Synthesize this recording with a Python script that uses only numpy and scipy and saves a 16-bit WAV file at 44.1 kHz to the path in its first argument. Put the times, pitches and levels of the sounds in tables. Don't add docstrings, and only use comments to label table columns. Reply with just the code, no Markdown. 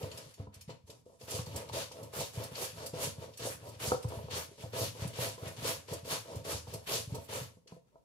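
import sys
import numpy as np
from scipy import signal
from scipy.fft import rfft, irfft, next_fast_len
from scipy.io import wavfile
from scipy.ndimage import uniform_filter1d

SR = 44100
rng = np.random.default_rng(int(sys.argv[2]) if len(sys.argv) > 2 else 0)


def waveform_to_disk(signal):
    frames = np.transpose(np.atleast_2d(signal))
    scaled = np.clip(frames, -1, 1) * 32767
    samples = np.round(scaled).astype(np.int16)
    wavfile.write(sys.argv[1], SR, samples)


def gain_from_db(level_db):
    decades = np.asarray(level_db, float) / 20
    return 10 ** decades


N = 354563
TIME = np.arange(N) / SR


def unit(x):
    return x / np.sqrt(np.mean(x ** 2))


def shape(x, hz, db):
    size = next_fast_len(N)
    f = np.maximum(np.arange(size // 2 + 1) * SR / size, 1)
    gain = gain_from_db(np.interp(np.log(f), np.log(hz), db))
    return irfft(rfft(x, size) * gain, size)[..., :N]


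def split(x, edge_hz):
    low = signal.sosfiltfilt(signal.butter(2, edge_hz, fs=SR, output="sos"), x)
    return low, x - low


def ring(x, modes, last=0.88):
    out = 0
    for k, (hz, db, t60) in enumerate(modes):
        pole = np.exp(2j * np.pi * hz / SR - np.log(1000) / (t60 * last * SR))
        out = out + (-1) ** k * gain_from_db(db) * signal.lfilter([1], [1, -pole], x).imag
    return out


def strike(events, modes, contact_s, last, vary_db):
    out = np.zeros(N + SR)
    blow = np.zeros(SR // 3)
    push = np.hanning(int(contact_s * SR) + 3)
    blow[:len(push)] = push / push.sum()
    places = rng.standard_normal((len(events), len(modes)))
    for (s, db, pitch), place in zip(events, places):
        woken = [(hz * pitch, g + vary_db * p, t60) for (hz, g, t60), p in zip(modes, place)]
        start = int(s * SR)
        out[start:start + len(blow)] += gain_from_db(db) * ring(blow, woken, last)
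    return out[:N]


def grains(rate, spread_db, channels):
    hit = rng.random((channels, N)) < rate / SR
    size = gain_from_db(spread_db * rng.exponential(size=(channels, N)))
    return unit(hit * rng.standard_normal((channels, N)) * size)


def flutter(rate, depth_db):
    k = int(SR / rate)
    held = np.repeat(rng.standard_normal(N // k + 1), k)
    return gain_from_db(depth_db * uniform_filter1d(held, k)[:N])


def patchy(x, edges_hz, rate, depth_db):
    out = 0
    for edge_hz in edges_hz:
        low, x = split(x, edge_hz)
        out = out + low * flutter(rate, depth_db)
    return out + x * flutter(rate, depth_db)


def pair(x, apart=0, width=0):
    lag = int(0.00025 * SR)
    return np.array([x, np.roll(x, lag)]) + width * apart


# (frequency [Hz], left level [dB], right level [dB])
MIC_PORTS = [(877, 3.5, -1.5), (1510, -9, -8.5), (2540, -7.5, -11), (3180, -6, -8.5), (4830, -6, -12.5),
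             (5850, -8, -11), (7170, -10.5, -7.5), (8100, -18.5, -11.5), (10300, -19.5, -7),
             (12300, -23.5, -11), (13850, -23.5, -14.5), (16000, -35.5, -19)]


def at_ports(x):
    hz, left_db, right_db = np.transpose(MIC_PORTS)
    return np.array([shape(x[0], hz, left_db), shape(x[1], hz, right_db)])


# (frequency [Hz], level [dB per Hz])
HUSH_SPECTRUM = [(24, -34), (40, -4), (202, -2), (342, -13), (509, -7), (838, -29), (949, -10), (1310, -37),
                 (15500, -35)]


def hush():
    return gain_from_db(-73) * unit(shape(rng.standard_normal((2, N)), *np.transpose(HUSH_SPECTRUM)))


def room(x):
    t60_s, top_t60_s, build_s, level_db = 0.3, 0.2, 0.011, -8.5
    age = TIME[:SR // 2]
    low, top = split(rng.standard_normal((2, len(age))), 13000)
    tail = low + top * gain_from_db(-60 * age / top_t60_s)
    tail = tail * gain_from_db(-60 * age / t60_s) * np.minimum(age / build_s, 1)
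    tail = tail / np.sqrt(np.sum(tail ** 2, axis=1, keepdims=True))
    tail = split(tail, 150)[1]
    return gain_from_db(level_db) * signal.fftconvolve(x, tail, axes=1)[:, :N]


# (frequency [Hz], level [dB], decay t60 [s])
TRAY_MODES = [(108, 1.5, 0.24), (163.7, 0.5, 0.094), (86.3, -10, 0.46), (233, -7, 0.19),
              (308.6, -12.5, 0.34)]
# (time [s], peak level [dB], pitch [Hz])
TRAY_THUMPS = [(1.337, -38.5, 103), (1.387, -33.5, 117), (1.468, -34.5, 108), (1.549, -34, 101),
               (2.184, -39.5, 102), (2.37, -30, 112.4), (2.513, -39, 125), (2.93, -35.5, 151),
               (3.179, -38.5, 108), (3.871, -36, 95), (3.918, -35.5, 136), (4.045, -28.5, 110),
               (4.167, -35, 104), (4.238, -38.5, 103.4), (4.633, -36.5, 114), (4.732, -38, 141),
               (4.811, -36.5, 119), (5.016, -33, 111), (5.049, -30.5, 120), (5.184, -34, 124),
               (5.419, -41, 101.3), (5.462, -34.5, 116.3), (5.622, -35, 119), (5.912, -35.5, 114),
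               (6.358, -38.5, 99.6), (6.675, -37.5, 109), (6.742, -37, 106.7), (7.07, -40, 107),
               (7.118, -32, 126.2), (7.177, -37, 108),
               (0.028, -32, 101), (0.26, -47, 108), (0.392, -35, 101), (0.469, -44, 97.5), (0.559, -51, 93),
               (0.614, -57, 95), (0.675, -38.5, 156.4), (0.833, -54, 87), (1.229, -45, 111),
               (1.71, -44.5, 104), (2.022, -42, 112.4), (2.726, -46, 108), (3.07, -37, 103),
               (3.495, -51.5, 95), (3.68, -46, 115), (3.759, -49.5, 102.5), (4.33, -38, 110),
               (6.026, -39, 127), (6.119, -40.5, 151), (6.54, -37, 100.4), (6.919, -55, 109),
               (7.409, -37, 124.7), (7.565, -52, 174), (7.718, -44, 171.6)]


def thumps():
    rows = [(s, db, hz / 110) for s, db, hz in TRAY_THUMPS]
    return pair(strike(rows, TRAY_MODES, contact_s=0.0047, last=0.77, vary_db=3.0))


# (frequency [Hz], level [dB], decay t60 [s])
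BOARD_MODES = [(446.3, 2.5, 0.06), (512.8, -3.5, 0.14), (561, -1, 0.094), (665.3, -3.5, 0.11),
               (386, -5, 0.01), (756, -14.5, 0.13), (927, -2.5, 0.039), (1018, -9, 0.086),
               (1066, -7.5, 0.03), (1322, -11.5, 0.035)]
# (time [s], peak level [dB], hardness [dB], pitch [Hz])
BOARD_KNOCKS = [(0.252, -56, -16, 570), (0.399, -43, -11, 446), (0.469, -45, -11, 432),
                (0.692, -36.5, -9.5, 513), (0.895, -42, -17, 547), (1.063, -43.5, -44, 490),
                (1.211, -41.5, -24, 486), (1.389, -36, -9.5, 490), (1.697, -46.5, 0, 470),
                (1.744, -31.5, -16, 440), (1.987, -38, -34, 622), (2.58, -35, -8, 570),
                (3.452, -25, -28, 537), (3.918, -17, -8, 483), (3.944, -24, -21, 507),
                (4.121, -32.5, -15.5, 540), (4.364, -46, -27, 473), (4.284, -37.5, -11, 490),
                (4.514, -43.5, -26, 398), (5.187, -29, -13, 507), (5.432, -34, -19, 440),
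                (5.647, -26, -17, 460), (5.924, -30, -17, 446), (6.347, -35, -36, 468),
                (7.326, -49, -2, 456), (7.57, -52, -22, 488), (7.66, -52, -41, 483), (7.719, -44, -10, 442),
                (7.765, -42.5, -36, 496), (7.956, -45.5, -17, 647)]


def knocks():
    landings = [(row[0], row[4], -18, 491) for row in CUT_STROKES]
    turns = [(row[0], row[4], -8.5, 482) for row in RETURN_STROKES]
    blows = BOARD_KNOCKS + landings + turns
    soft_rows = [(s, db, 1) for s, db, _, _ in blows]
    spot_rows = [(s, db, hz / 550) for s, db, _, hz in blows]
    hard_rows = [(s, db + hard_db, 1) for s, db, hard_db, _ in blows]
    soft = strike(soft_rows, BOARD_MODES[:5], contact_s=0.00052, last=1.0, vary_db=-1.5)
    spot = strike(spot_rows, [(563.0, 0.0044, 0.075)], contact_s=0.0014, last=1, vary_db=1.5)
    hard = strike(hard_rows, BOARD_MODES[5:], contact_s=0.0004, last=0.68, vary_db=5)
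    return pair(gain_from_db(-14.5) * soft + gain_from_db(-3.0) * spot + gain_from_db(8.5) * hard)


# (frequency [Hz], level [dB], decay t60 [s])
TOOTH_MODES = [(2257, -10.5, 0.09), (2244, 1.5, 0.027), (3048, -10.5, 0.22), (4333, 6.5, 0.028),
               (4510, 0.5, 0.021), (5310, -1, 0.11), (7100, -10, 0.057), (7660, 5.5, 0.11),
               (9400, 1, 0.071), (9850, -5, 0.08), (12500, -1, 0.14)]
# (time [s], peak level [dB], top end level [dB])
FIBRE_TICKS = [(0.024, -38.5, -25), (0.113, -37, -13), (0.172, -36.5, -3), (0.3368, -48, -1.5),
               (0.5393, -49, 3.5), (0.608, -46.5, 4.5), (0.696, -40.5, -37), (0.873, -54, -16),
               (0.897, -42, -5), (1.208, -45.5, -13), (1.306, -37, 5.5), (1.458, -41.5, -6),
               (1.686, -40, -12.5), (1.9146, -39, -9), (2.551, -32.5, -24), (3.3333, -47, -16),
               (4.025, -40, -5), (5.887, -50, -2), (6.673, -50, -15), (7.672, -45, -14)]
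# (time [s], peak level [dB])
SHRED_SNAGS = [(1.558, -36.5), (2.028, -48), (2.434, -40), (2.8592, -36), (3.371, -43.5), (3.686, -51),
               (4.082, -48.5), (5.071, -43), (5.475, -44.5), (5.9313, -39), (6.354, -46), (6.7344, -39.5),
               (7.145, -42)]


def ticks():
    decay_s, rise_s, ring_db = 0.012, 0.006, -33
    bite_db, bite_top_db, snag_top_db = 0.5, -15, 6
    out = np.zeros((2, N + SR))
    age = TIME[:SR // 6]
    envelope = np.exp(-age / decay_s) * np.minimum(age / rise_s, 1)
    bites = [(s, cut_db + swell_db(run_s) + bite_db, bite_top_db) for s, run_s, cut_db, _, _ in CUT_STROKES]
    snags = [(s, db, snag_top_db) for s, db in SHRED_SNAGS]
    for s, db, top_db in FIBRE_TICKS + bites + snags:
        low, high = split(rng.standard_normal((2, len(age))), 6500)
        struck = gain_from_db(db) * envelope * (low + gain_from_db(top_db) * high)
        chance = rng.standard_normal((len(TOOTH_MODES), 2))
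        teeth = [(hz * (1 + 0.06 * a), g + 2.5 * b, t60)
                 for (hz, g, t60), (a, b) in zip(TOOTH_MODES, chance)]
        start = int(s * SR)
        out[:, start:start + len(age)] += struck + gain_from_db(ring_db) * ring(struck, teeth, last=0.3)
    return gain_from_db(10.5) * at_ports(split(out[:, :N], 1800)[1])


def swell_db(early_s):
    return -9 * (10 * early_s) ** 1.53


def arc(start_s, length_s, bend):
    grip_db, share, end_db = bend
    let_go_db_per_s = 395.5
    s = start_s + np.array([0, share * length_s, length_s, length_s + 1])
    return np.interp(TIME, s, [grip_db, 0, end_db, end_db - let_go_db_per_s])


# (landing time [s], run-up to the fastest point [s], cutting level [dB],
# board drag level [dB], landing knock level [dB])
CUT_STROKES = [(1.281, 0.07, -45.5, -42, -38), (1.733, 0.042, -42, -37, -43),
               (2.135, 0.072, -44, -39, -35.5), (2.516, 0.11, -44, -40, -38.5),
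               (2.937, 0.094, -42, -38.5, -28), (3.394, 0.073, -43.5, -40, -37),
               (3.801, 0.075, -42, -38, -49.5), (4.31, 0.06, -42.5, -41, -44),
               (4.734, .08, -41.5, -35, -34), (5.134, 0.11, -41.5, -37, -46),
               (5.57, 0.12, -39.5, -36.5, -52), (6.051, 0.077, -42.5, -40, -38.5),
               (6.451, 0.065, -41, -38, -39), (6.874, 0.068, -40.5, -37, -50.5),
               (7.289, 0.076, -44, -39.5, -45)]
# (start time [s], length [s], cutting level [dB],
# board drag level [dB], turning knock level [dB])
RETURN_STROKES = [(1.467, 0.24, -52, -41, -45), (1.913, 0.22, -58, -46.5, -43),
                  (2.335, 0.16, -50, -43, -55), (2.743, 0.18, -52.5, -44, -55),
                  (3.167, 0.16, -58, -44.5, -53), (3.599, 0.18, -56.5, -45, -59),
                  (4.043, 0.25, -55, -42.5, -34), (4.579, 0.11, -54, -44.5, -57.5),
                  (4.95, 0.18, -50.5, -42.5, -43), (5.379, 0.19, -52, -44, -41),
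                  (5.884, 0.11, -48.5, -40.5, -42), (6.248, 0.17, -53, -42, -59),
                  (6.671, 0.16, -55, -44.5, -45), (7.093, 0.14, -54.5, -41, -57)]
# (start time [s], length [s], cutting level [dB],
# board drag level [dB], brightness [dB])
CARROT_SHIFTS = [(0, 0.14, -52.5, -44, -11), (0.105, 0.21, -53.5, -48, -7.5), (0.377, .08, -64.5, -53, -10),
                 (0.533, 0.11, -60.5, -63.5, -19), (.685, 0.072, -57.5, -47, -14),
                 (0.873, 0.13, -68.5, -55, -1.5), (1.057, 0.19, -79.5, -61.5, 3),
                 (1.203, 0.17, -60.5, -56, -5), (7.484, 0.11, -77, -66, 0), (7.684, 0.1, -67.5, -65, -7.5),
                 (7.924, 0.08, -92, -70, -7)]


def hand():
    rest_cut_db, rest_drag_db, rest_bright_db, lifted_db = -67, -67.5, -5.5, -87.5
    cut_bright_db, return_bright_db = (-12.5, -2, -4.5), -8
    return_arc, shift_arc = (-7, 0.47, -10), (-2.5, 0.26, -10)
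    board_depth, tray_depth = 1.97, 0.59
    rumble_db, grip_s = -5, 0.018
    resting = uniform_filter1d(1. * (TIME > 1.25) * (TIME < 7.5), size=2000)
    cut_db = lifted_db + (rest_cut_db - lifted_db) * resting
    board_db = lifted_db + (rest_drag_db - lifted_db) * resting
    tray_db, bright_db = board_db, np.full(N, rest_bright_db)
    strokes = []
    for s, run_s, peak_db, drag_db, _ in CUT_STROKES:
        late = TIME - s - run_s
        fade_db = -18.5 * (10 * np.maximum(late, 0)) ** 1.36
        speed_db = swell_db(np.maximum(-late, 0)) + fade_db
        tone_db = np.interp(10 * late, [-1, 0, 1], cut_bright_db)
        strokes.append((s, speed_db, peak_db, drag_db, tone_db))
    for s, length_s, peak_db, drag_db, _ in RETURN_STROKES:
        strokes.append((s, arc(s, length_s, return_arc), peak_db, drag_db, return_bright_db))
    for s, length_s, peak_db, drag_db, tone_db in CARROT_SHIFTS:
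        strokes.append((s, arc(s, length_s, shift_arc), peak_db, drag_db, tone_db))
    for s, speed_db, peak_db, drag_db, tone_db in strokes:
        speed_db = speed_db + 20 * np.minimum(TIME - s, 0) / grip_s
        bright_db = np.where(peak_db + speed_db > cut_db, tone_db, bright_db)
        cut_db = np.maximum(cut_db, peak_db + speed_db)
        board_db = np.maximum(board_db, drag_db + board_depth * speed_db)
        tray_db = np.maximum(tray_db, drag_db + rumble_db + tray_depth * speed_db)
    return cut_db, uniform_filter1d(bright_db, size=600), board_db, tray_db


def drag(board_db, tray_db):
    slips = grains(rate=800, spread_db=0.2, channels=3) * gain_from_db(board_db - 27)
    board = pair(ring(slips[0], BOARD_MODES), ring(slips[1:], BOARD_MODES[2:]), 0.33)
    shoves = grains(rate=300, spread_db=0.96, channels=3) * gain_from_db(tray_db - 32)
    tray = pair(ring(shoves[0], TRAY_MODES), ring(shoves[1:], TRAY_MODES[3:]), 0.4)
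    return board + tray


def rasp(cut_db, bright_db):
    tears = grains(rate=12000, spread_db=0.86, channels=3)
    tears = pair(0.34 * tears[0], tears[1:], 0.81)
    steel = unit(tears) + gain_from_db(-17) * unit(ring(tears, TOOTH_MODES, last=0.4))
    edges_hz = (1500, 2100, 2800, 3600, 4600, 5800, 7300, 9200, 11500)
    heard = patchy(at_ports(steel), edges_hz, rate=22, depth_db=3.9)
    low, high = split(unit(split(heard, 993)[1]), 4100)
    pressure = gain_from_db(cut_db + 4.0) * flutter(rate=30, depth_db=1.65)
    return pressure * (low + gain_from_db(bright_db + 4.0) * high)


def scene():
    cut_db, bright_db, board_db, tray_db = hand()
    near = thumps() + knocks() + ticks()
    near = near + drag(board_db, tray_db) + rasp(cut_db, bright_db)
    return near + room(near)


# (edge frequency [Hz], level under which all above the edge is muted [dB])
TREBLE_GATES = [(12600, -85), (13800, -81), (14700, -76), (15200, -72)]


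def mute_weak_top(x):
    for edge_hz, floor_db in TREBLE_GATES:
        highpass = signal.ellip(6, 0.1, 60, edge_hz, "high", fs=SR, output="sos")
        top = signal.sosfiltfilt(highpass, x)
        power = uniform_filter1d(np.mean(top ** 2, axis=0), size=2048)
        faint = uniform_filter1d(1. * (power < gain_from_db(floor_db) ** 2), size=512)
        x = x - faint * top
    return x


def top_cut(x):
    return signal.sosfilt(signal.butter(12, 15750, fs=SR, output="sos"), x)


def record(dry):
    thin = signal.sosfilt(signal.butter(3, 66, "high", fs=SR, output="sos"), dry)
    thin = mute_weak_top(thin) + hush()
    mix = signal.sosfilt(signal.ellip(10, 0.2, 80, 15550, fs=SR, output="sos"), thin)
    return top_cut(mix)


dry = scene()
out = record(dry)
waveform_to_disk(out)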